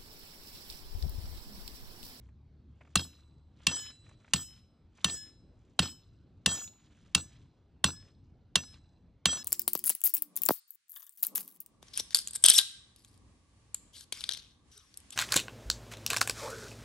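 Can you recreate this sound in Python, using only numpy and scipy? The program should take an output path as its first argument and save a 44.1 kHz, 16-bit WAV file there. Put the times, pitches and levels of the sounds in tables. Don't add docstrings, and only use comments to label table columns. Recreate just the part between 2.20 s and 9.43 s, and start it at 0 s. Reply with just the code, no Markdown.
import sys
import numpy as np
from scipy import signal
from scipy.fft import rfft, irfft, next_fast_len
from scipy.io import wavfile
from scipy.ndimage import uniform_filter1d

SR = 44100
rng = np.random.default_rng(int(sys.argv[2]) if len(sys.argv) > 2 else 0)


def field_ratio(decibels):
    return 10 ** (np.asarray(decibels, dtype=float) / 20)


def pcm_store(signal):
    levels = np.round(np.clip(np.atleast_2d(signal), -1, 1) * 32767)
    wavfile.write(sys.argv[1], SR, levels.astype(np.int16).T)


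N = 318843

# (frequency [Hz], relative density [dB])
AIR = [(20, -10.5), (90, -4), (285, -13.5), (441, -23), (1500, -37.5), (1890, -41.5), (4180, -44.5),
       (9000, -60.5), (12500, -95.5)]
AIR_DB = -66
# (time [s], level [dB])
RUMBLE = [(0.0, -61), (2.09, -62), (7.22, -61.5)]
# (time [s], mean frequency [Hz], mean level [dB])
ENGINE = [(0, 56.3, -52), (.18, 75.4, -57), (0.651, 75.1, -60.5), (1.499, 73.4, -65), (2.1, 76.04, -71),
          (3, 75.6, -83.5)]

# (centre [s], nominal level [dB], half length to -9 dB [s])
RUSTLES = [(0.043, -80, 0.04), (0.702, -77.5, 0.14), (0.949, -74.5, 0.082), (1.464, -68, 0.078),
           (1.674, -62, 0.067), (1.876, -72, 0.062), (2.091, -70.5, 0.087), (2.341, -71, 0.069),
           (2.825, -68, 0.069), (3.062, -70, 0.065), (3.503, -81.5, 0.18), (4.762, -74, 0.43),
           (5.149, -74.5, 0.076), (5.843, -74.5, 0.078), (6.545, -69, 0.048)]
# (frequency [Hz], relative density [dB])
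RUSTLING = [(590, -30), (1000, -6.5), (2860, -5.5), (3330, -4), (4900, -12), (7210, -10.5), (10000, -21),
            (14000, -70)]
# (time [s], level before trim [dB], bright part before trim [dB])
SCUFFS = [(0.087, -62, -8), (0.608, -50, -40), (0.613, -50.5, -37), (0.649, -56.5, -29),
          (0.672, -56, -14.5), (1.401, -56.5, -21), (1.863, -55, -6), (1.89, -51.5, 0.5), (1.911, -54, -28),
          (2.044, -54, -24.5), (2.077, -51.5, -20.5), (2.783, -51, -26), (5.824, -59, -7)]
# (frequency [Hz], relative density [dB])
GRIT = [(200, -30), (500, 2), (2500, -1), (4200, -26.5), (7500, -17), (10000, -32.5), (12000, -70)]
CRACKLE_BANDS_HZ = (400, 1300, 2700, 4100, 6500)

# (time [s], crack level [dB], ground thump level [dB],
# dull part of the crack [dB], bright part [dB], clank level [dB])
BLOWS = [(0.7557, -14.5, -20.5, 1.5, 9.5, -26.5), (1.468, -15, -28, -12.5, 3, -23),
         (2.1354, -14, -25.5, -8, 4.5, -36), (2.8441, -15.5, -26.5, -8.5, 5, -31.5),
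         (3.5914, -14.5, -20, -5.5, 2, -33.5), (4.2605, -14, -24.5, -9, 3.5, -27.5),
         (4.9484, -14, -24.5, -8.5, 4, -26.5), (5.6413, -14, -22, -4, 6, -26.5),
         (6.356, -13.5, -29.5, -9, 3.5, -26.5), (7.0559, -13.5, -27, -6.5, 3, -32)]
# (frequency [Hz], relative density [dB])
CRACK = [(180, -44.5), (300, -19.5), (742, -8), (1060, -5.5), (1800, -7), (2480, -16.5), (2840, -3),
         (3650, -5.5), (5370, -13), (5830, -15.5), (9490, -13), (11200, -33), (15700, -31), (16500, -47.5)]
# (frequency [Hz], level against the crack [dB], t60 [s])
FREE_MODES = [(1089.7, -10.5, 0.03), (3510, -9.5, 0.018)]
# (frequency [Hz], level against the clank level [dB], t60 [s])
CLANK_MODES = [(2707, 0.5, 0.096)]
# (frequency [Hz], level against the thump [dB], t60 [s])
THUMP_MODES = [(84.6, -10, 0.24), (175.5, 4.5, 0.054), (134, -10.5, 0.17), (259, -6, 0.017)]
LOOSE_SOIL_HZ, LOOSE_SOIL_WIDTH_HZ, LOOSE_SOIL_DB, LOOSE_SOIL_T60_S = 213, 110, -17.5, .3
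# (frequency [Hz], level against the long ring [dB], t60 [s])
LONG_RING = [(3982, 0, .85), (7964, -10, .9), (2710, -8, .6)]

# (lift-off [s], first ring of pin high [dB],
# pin middle [dB], pin low [dB], plate chatter before trim [dB])
LIFTS = [(0.836, -50.5, -55.5, -39.5, -37.5), (1.624, -41, -48, -42, -45.5),
         (2.224, -40.5, -53.5, -45, -44.5), (2.974, -47.5, -46, -45, -45), (3.697, -45, -53, -47.5, -39.5),
         (4.44, -39, -38.5, -37.5, -43), (5.013, -47, -53, -57.5, -41.5), (5.723, -40.5, -47.5, -59, -40),
         (6.414, -51.5, -44.5, -50.5, -38), (7.191, -36, -36, -37.5, -40.5)]
# (time [s], first ring of hammer low [dB], hammer high [dB],
# growth of hammer high until lift-off [dB/s], long ring [dB], what the hands leave of hammer low [dB])
GRIPS = [(0.839, -42.5, -62, 60.5, -58.5, -29.5), (1.691, -45, -56.5, 48, -52.5, -27),
         (2.309, -55, -52.5, -22, -63, -9), (3.035, -51, -53.5, 20.5, -63, -18),
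         (3.712, -45.5, -53.5, -63.5, -67.5, -34.5), (4.44, -46, -44, 0.5, -68, -23),
         (5.02, -62, -46, -200, -70, -4), (5.79, -47, -54.5, -200, -78, -18),
         (6.524, -58, -62, -150, -62, -19), (7.225, -50.5, -61.5, 78.5, -48, -23)]
# (frequency [Hz], level against the leader [dB], rise in pitch [factor])
FAMILIES = [
    [(7866, 0, 1.0107), (7770, -11, 1), (7497, -14, 1), (15568, -27, 1)],
    [(5975, 0, 1.0129)],
    [(3228, 0, 1.03), (1787, 0, 1)],
    [(5150, 0, 1.004), (1704, 0, 1.02), (3042, 0, 1.003), (3408, -5, 1.02), (10206, 0, 1.002),
     (8120, -13, 1)],
    [(6902, 0, 1.004), (13930, 0, 1.004)],
]
VOICED_HZ = (1704, 3042, 1787, 10206, 13930)
# (added level of each of those modes [dB], ...)
VOICING = [(-19.5, -13.5, -20.5, -2.5, -0.5), (-13, -5.5, -4.5, -17.5, -14.5), (-30.5, -8, -7, -10.5, -2),
           (-14.5, -19.5, -1, -18, -12.5), (-23.5, -7, -2.5, -16.5, -2.5), (-16, -17, -6, -8.5, -15),
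           (-5, -13.5, -9.5, -23.5, -10), (-12, -25.5, -7, -34, 2.5), (-18.5, -19, -1.5, -12.5, 2),
           (-13, -17, -8.5, -23, -9.5)]
SHAKEN = {3228: 6, 5975: 3, 7866: 2, 3408: 5}
SWELL_S = [0.012, 0.017, .02, .035, .025]
DAMPING = [(383, -27.5, 107), (429, -11, 134), (520, -34, 137), (225, None, 87.5), (266.5, -14.5, 112)]
PIN_SAG_DB_PER_S = [7, 50, 139]
HAMMER_SAG_DB_PER_S = 29.5
HAMMER_GLIDE_S, WAVER_DB, WAVER_STEP_S = .13, 1.7, .013

# (time [s], level before trim [dB],
# step of pin high [dB], pin middle [dB], hammer low [dB])
KNOCKS = [(0.7949, -24, 3.5, 2.5, -9.5), (1.485, -23.5, 0, 3.5, -1.5), (1.514, -25, -2, 9, 0.5),
          (1.544, -36, 6, -8.5, -0.5), (1.5663, -35, -4, -12.5, 5.5), (1.5947, -37.5, -9, -2, -3),
          (1.703, -46, 16.5, -0.5, -11.5), (2.16, -21.5, -2, 3.5, 2), (2.8854, -28, 2.5, -14, -6),
          (2.897, -25.5, 6.5, 13.5, 7.5), (2.946, -44.5, -9, -18, 5), (3.6274, -23, 5, 5, -0.5),
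          (3.638, -32, -6.5, 4, 4), (3.6628, -37, -1, -13, -8), (4.2901, -42, 2, -6.5, -3.5),
          (4.3133, -27.5, 3.5, 1, -2), (4.345, -42, -10, 3.5, 2), (4.358, -38.5, -12, -5.5, 2),
          (4.376, -36.5, 5.5, -1, -8), (4.477, -41.5, 0, -16, -1), (4.9787, -24.5, 2, 0.5, -2.5),
          (5.663, -21.5, -0.5, 5, -4), (5.6912, -32.5, -3, -4, -4), (5.7039, -37.5, -2.5, -5, 1),
          (6.4366, -38, 10, -2, 2.5), (6.5416, -45, -8, -13, -9), (7.1296, -24, -2.5, 3, -10.5),
          (7.1561, -37.5, -7.5, -9, 3.5), (7.171, -30.5, -1.5, -2, 14)]
KNOCK_STEP_S = .016
# (frequency [Hz], relative density [dB])
CHATTER = [(60, -18.5), (200, 5.5), (600, -2.5), (2100, -8.5), (4200, -3), (4800, -1), (8000, -13.5),
           (9500, -44.5), (11500, -80.5)]
# (frequency [Hz], relative level [dB], t60 [s])
PLATE_MODES = [(1500, -0.5, 0.0046), (2930, -6.5, 0.0064), (3680, -3, 0.005), (4130, 1.5, 0.0052)]
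CHATTER_DROP_DB = 19
# (quick fall [dB/s], tail level [dB], tail fall [dB/s])
CHATTER_DAMPING = (530, -16, 47)

# (frequency [Hz], phase by which left leads [rad], left minus right [dB])
PORTS = [(60, 0.05, .3), (200, .1, 1.2), (600, -.45, -.5), (1100, .15, -.8), (2000, 0.1, -.5),
         (2700, .5, -2), (3200, .5, -5), (4000, .3, -1), (5150, -.7, 5), (6000, -.7, .5), (7800, -1.6, 0.1),
         (10200, -2.8, 0.1), (16500, -4.6, 0.1)]


def evened(x):
    return x / np.sqrt(np.mean(x ** 2) + 1e-20)


def coloured(x, gains):
    size = next_fast_len(x.shape[-1])
    spectrum = rfft(x, size) * gains(np.fft.rfftfreq(size, 1 / SR))
    return irfft(spectrum, size)[..., :x.shape[-1]]


def read(points, hz, column=1):
    table = np.transpose(points)
    return np.interp(np.log(hz + 1), np.log(table[0] + 1), table[column])


def add(mix, s, sound):
    part = mix[round(s * SR):][:len(sound)]
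    part += sound[:len(part)]


def air():
    hop = 512
    hz = np.fft.rfftfreq(4 * hop, 1 / SR)
    a, b, c, d, patches = rng.standard_normal((N // hop + 5, len(hz), 5)).T
    patches = uniform_filter1d(patches, size=16, axis=0)
    patches = evened(uniform_filter1d(patches, size=8, axis=1))
    left = a + 1j * b
    right = left + 0.25 * (c + 1j * d)
    spectra = np.array([left, right]) * field_ratio(read(AIR, hz)[:, None] + 2.4 * patches)

    def band(share):
        return evened(signal.istft(spectra * share, nperseg=4 * hop, noverlap=3 * hop)[1][:, :N])

    low = np.clip((140 - hz) / 50, 0, 1)[:, None]
    s, db = np.transpose(RUMBLE)
    rumble_gain = field_ratio(np.interp(np.arange(N) / SR, s, db))
    return rumble_gain * band(low) + field_ratio(AIR_DB) * band(1 - low)


def engine():
    s, hz, db = np.transpose(ENGINE)
    t = np.arange(N) / SR
    wobble, flutter = (evened(coloured(row, lambda f: 1 / (1 + (f / 5) ** 2)))
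                       for row in rng.standard_normal((2, N)))
    phase = 2 * np.pi * np.cumsum(np.interp(t, s, hz) + 1.5 * wobble) / SR
    tone = np.sin(phase) + field_ratio(-9) * np.sin(1.5 * phase) + field_ratio(-12) * np.sin(2 * phase)
    return np.sqrt(2) * field_ratio(np.interp(t, s, db) + flutter) * tone


def grains(spectrum, per_s, spread_db, length_s):
    out = np.zeros(N)
    smear = np.exp(-np.arange(SR // 50) / (length_s * SR))
    for k in range(len(CRACKLE_BANDS_HZ)):
        clicks = field_ratio(spread_db * np.minimum(rng.exponential(1, N), 4)) * (rng.random(N) < per_s / SR)
        puffs = signal.oaconvolve(clicks, smear)[:N] * rng.standard_normal(N)
        share = [(hz, float(j == k)) for j, hz in enumerate(CRACKLE_BANDS_HZ)]
        out += coloured(puffs, lambda hz: field_ratio(read(spectrum, hz)) * np.sqrt(read(share, hz)))
    return evened(out)


def burst(spectrum, dull_db, bright_db, rise_s, hold_s, t60_s, tail_db):
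    t = np.arange(SR // 10) / SR
    tilt = [(1600, dull_db), (2400, 0), (4800, 0), (5600, bright_db)]
    noise = rng.standard_normal(len(t))
    noise = evened(coloured(noise, lambda hz: field_ratio(read(spectrum, hz) + read(tilt, hz))))
    fall = field_ratio(-60 * np.maximum(t - hold_s, 0) / t60_s) + field_ratio(tail_db - 12 * t / t60_s)
    return noise * np.minimum(t / rise_s, 1) ** 2 * fall


def grit():
    t = np.arange(N) / SR
    swells = sum(field_ratio(db - 9 * ((t - s) / half_s) ** 2) for s, db, half_s in RUSTLES)
    uneven = evened(coloured(rng.standard_normal(N), lambda hz: 1 / (1 + (hz / 25) ** 2)))
    out = swells * field_ratio(2 * uneven) * grains(RUSTLING, 900, 3.1, 0.002)
    for s, db, bright_db in SCUFFS:
        add(out, s - .002, field_ratio(db - 7.5) * burst(GRIT, 0, bright_db + 11.5, 0.005, 0.006, 0.029, -17))
    return out


def dying(modes, onset_s):
    t = np.arange(SR) / SR
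    ring = np.zeros(SR)
    for (hz, db, t60_s), (a, b) in zip(modes, rng.standard_normal((len(modes), 2))):
        ring += field_ratio(db + 0.91 * a - 60 * t / t60_s) * np.sin(2 * np.pi * hz * (1 + 0.00016 * b) * t)
    return ring * np.minimum(t / onset_s, 1)


def soil_shudder():
    t = np.arange(SR // 2) / SR
    noise = rng.standard_normal(len(t))
    noise = coloured(noise, lambda hz: 1 / (1 + ((hz - LOOSE_SOIL_HZ) / LOOSE_SOIL_WIDTH_HZ) ** 4))
    return field_ratio(LOOSE_SOIL_DB - 60 * t / LOOSE_SOIL_T60_S) * np.minimum(t / 0.013, 1) * evened(noise)


def blows():
    out = np.zeros(N)
    for blow, (lift_off, *_), (*_, long_db, _) in zip(BLOWS, LIFTS, GRIPS):
        s, crack_db, thump_db, dull_db, bright_db, clank_db = blow
        crack = burst(CRACK, dull_db, bright_db, 0.002, 0.0031, 0.018, -17.0)
        add(out, s - .001, field_ratio(crack_db) * crack)
        add(out, s, field_ratio(crack_db) * dying(FREE_MODES, 0.0016))
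        add(out, s, field_ratio(clank_db) * dying(CLANK_MODES, 0.0043))
        add(out, lift_off - .02, field_ratio(long_db) * dying(LONG_RING, 0.064))
        add(out, s + 0.0083, field_ratio(thump_db) * dying(THUMP_MODES, 0.0032))
        add(out, s + .01, field_ratio(thump_db) * soil_shudder())
    return out


def damped(since, fall_db_per_s, tail_db, tail_db_per_s):
    since = np.maximum(since, 0)
    return (field_ratio(-fall_db_per_s * since) + field_ratio(tail_db - tail_db_per_s * since)) / (1 + field_ratio(tail_db))


def leaders(t, lift, grip):
    lift_off, *pin_db, _ = lift
    grip_s, low_db, high_db, growth_db_per_s, _, left_db = grip
    s, _, *steps_db = np.transpose([knock for knock in KNOCKS if t[0] < knock[0] < t[-1]])
    progress = np.clip((t - s[:, None]) / KNOCK_STEP_S, 0, 1)
    high_step, middle_step, low_step = np.array(steps_db) @ progress
    resting = np.minimum(t, lift_off) - t[0]
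    ungripped = np.minimum(t, grip_s) - t[0]
    levels_db = [db + step - sag * resting
                 for db, step, sag in zip(pin_db, (high_step, middle_step, 0), PIN_SAG_DB_PER_S)]
    levels_db.append(low_db + low_step - HAMMER_SAG_DB_PER_S * ungripped)
    levels_db.append(high_db + growth_db_per_s * resting)
    ends = [lift_off, lift_off, lift_off, grip_s, lift_off]
    return [field_ratio(db) * damped(t - end, fall, tail_db or left_db, fade)
            for db, end, (fall, tail_db, fade) in zip(levels_db, ends, DAMPING)]


def ringing():
    out = np.zeros(N)
    for (start, *_), lift, grip, voicing in zip(BLOWS, LIFTS, GRIPS, VOICING):
        t = start + np.arange(round(.65 * SR)) / SR
        knots = np.arange(start, t[-1], WAVER_STEP_S)
        lifted = np.clip((t - lift[0] + 0.035) / 0.065, 0, 1)
        hammer_glides = [np.clip((t - s) / HAMMER_GLIDE_S + .3, 0, 1) for s in (grip[0], lift[0])]
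        glides = [lifted] * 3 + hammer_glides
        shares = dict(zip(VOICED_HZ, voicing))
        shares[2 * VOICED_HZ[0]] = voicing[0]
        for family, (leader, glide, modes) in enumerate(zip(leaders(t, lift, grip), glides, FAMILIES)):
            swell = np.minimum((t - start) / SWELL_S[family], 1) ** 2
            for k, (hz, db, rise) in enumerate(modes):
                loose = SHAKEN.get(hz, 1)
                phase, spread = rng.random(size=2)
                waver, drift = (np.interp(t, knots, row) for row in rng.standard_normal((2, len(knots))))
                pitch = hz * (1 + (rise - 1) * glide + .0006 * loose * drift)
                turns = np.cumsum(pitch) / SR + phase
                share_db = shares.get(hz, 3 * (spread - .5) * (k > 0))
                choke_db = -9 * lifted * (k > 0 and family < 2 or family == 2)
                gain = leader * field_ratio(db + WAVER_DB * np.sqrt(loose) * waver + share_db + choke_db)
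                add(out, start, np.sqrt(2) * gain * np.sin(2 * np.pi * turns) * swell)
    return out


def plate():
    t, level = np.arange(N) / SR, np.zeros(N)
    for (start, *_), (lift_off, *_, chatter_db) in zip(BLOWS, LIFTS):
        rested = np.clip((t - start) / (lift_off - start), 0, 1)
        decay = damped(t - lift_off, *CHATTER_DAMPING) * (t > start + .004)
        level += field_ratio(chatter_db - CHATTER_DROP_DB * rested) * decay
    touches = field_ratio(7.0) * level * grains(CHATTER, 220, 3.4, .0025)
    for s, db, *_ in KNOCKS:
        dull_db = -2.5 + 3 * rng.standard_normal()
        bright_db = -4 + 3 * rng.standard_normal()
        knock = burst(CHATTER, dull_db, bright_db, 0.00037, 0.00049, 0.035, -27.5)
        add(touches, s - .001, field_ratio(db - 7.0) * knock)
    resonance = signal.oaconvolve(touches, dying(PLATE_MODES, 0.00075))[:N]
    return field_ratio(-6) * touches + field_ratio(-19) * resonance


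def scene():
    return air() + engine() + grit() + blows() + ringing() + plate()


def band_limit(x):
    return signal.sosfilt(signal.butter(12, 17010, fs=SR, output="sos"), x)


def record(dry):
    side = np.array([[.5], [-.5]])
    ported = coloured(dry, lambda hz: np.exp(1j * side * read(PORTS, hz))
                      * field_ratio(side * read(PORTS, hz, column=2)))
    rounded = .6 * np.tanh(ported / .6)
    treble_cut = coloured(rounded, lambda hz: 1 / (1 + (hz / 16500) ** 60))
    heard = signal.lfilter(*signal.butter(2, 45, "high", fs=SR), treble_cut)
    return band_limit(heard)


dry = scene()
out = record(dry)
pcm_store(out)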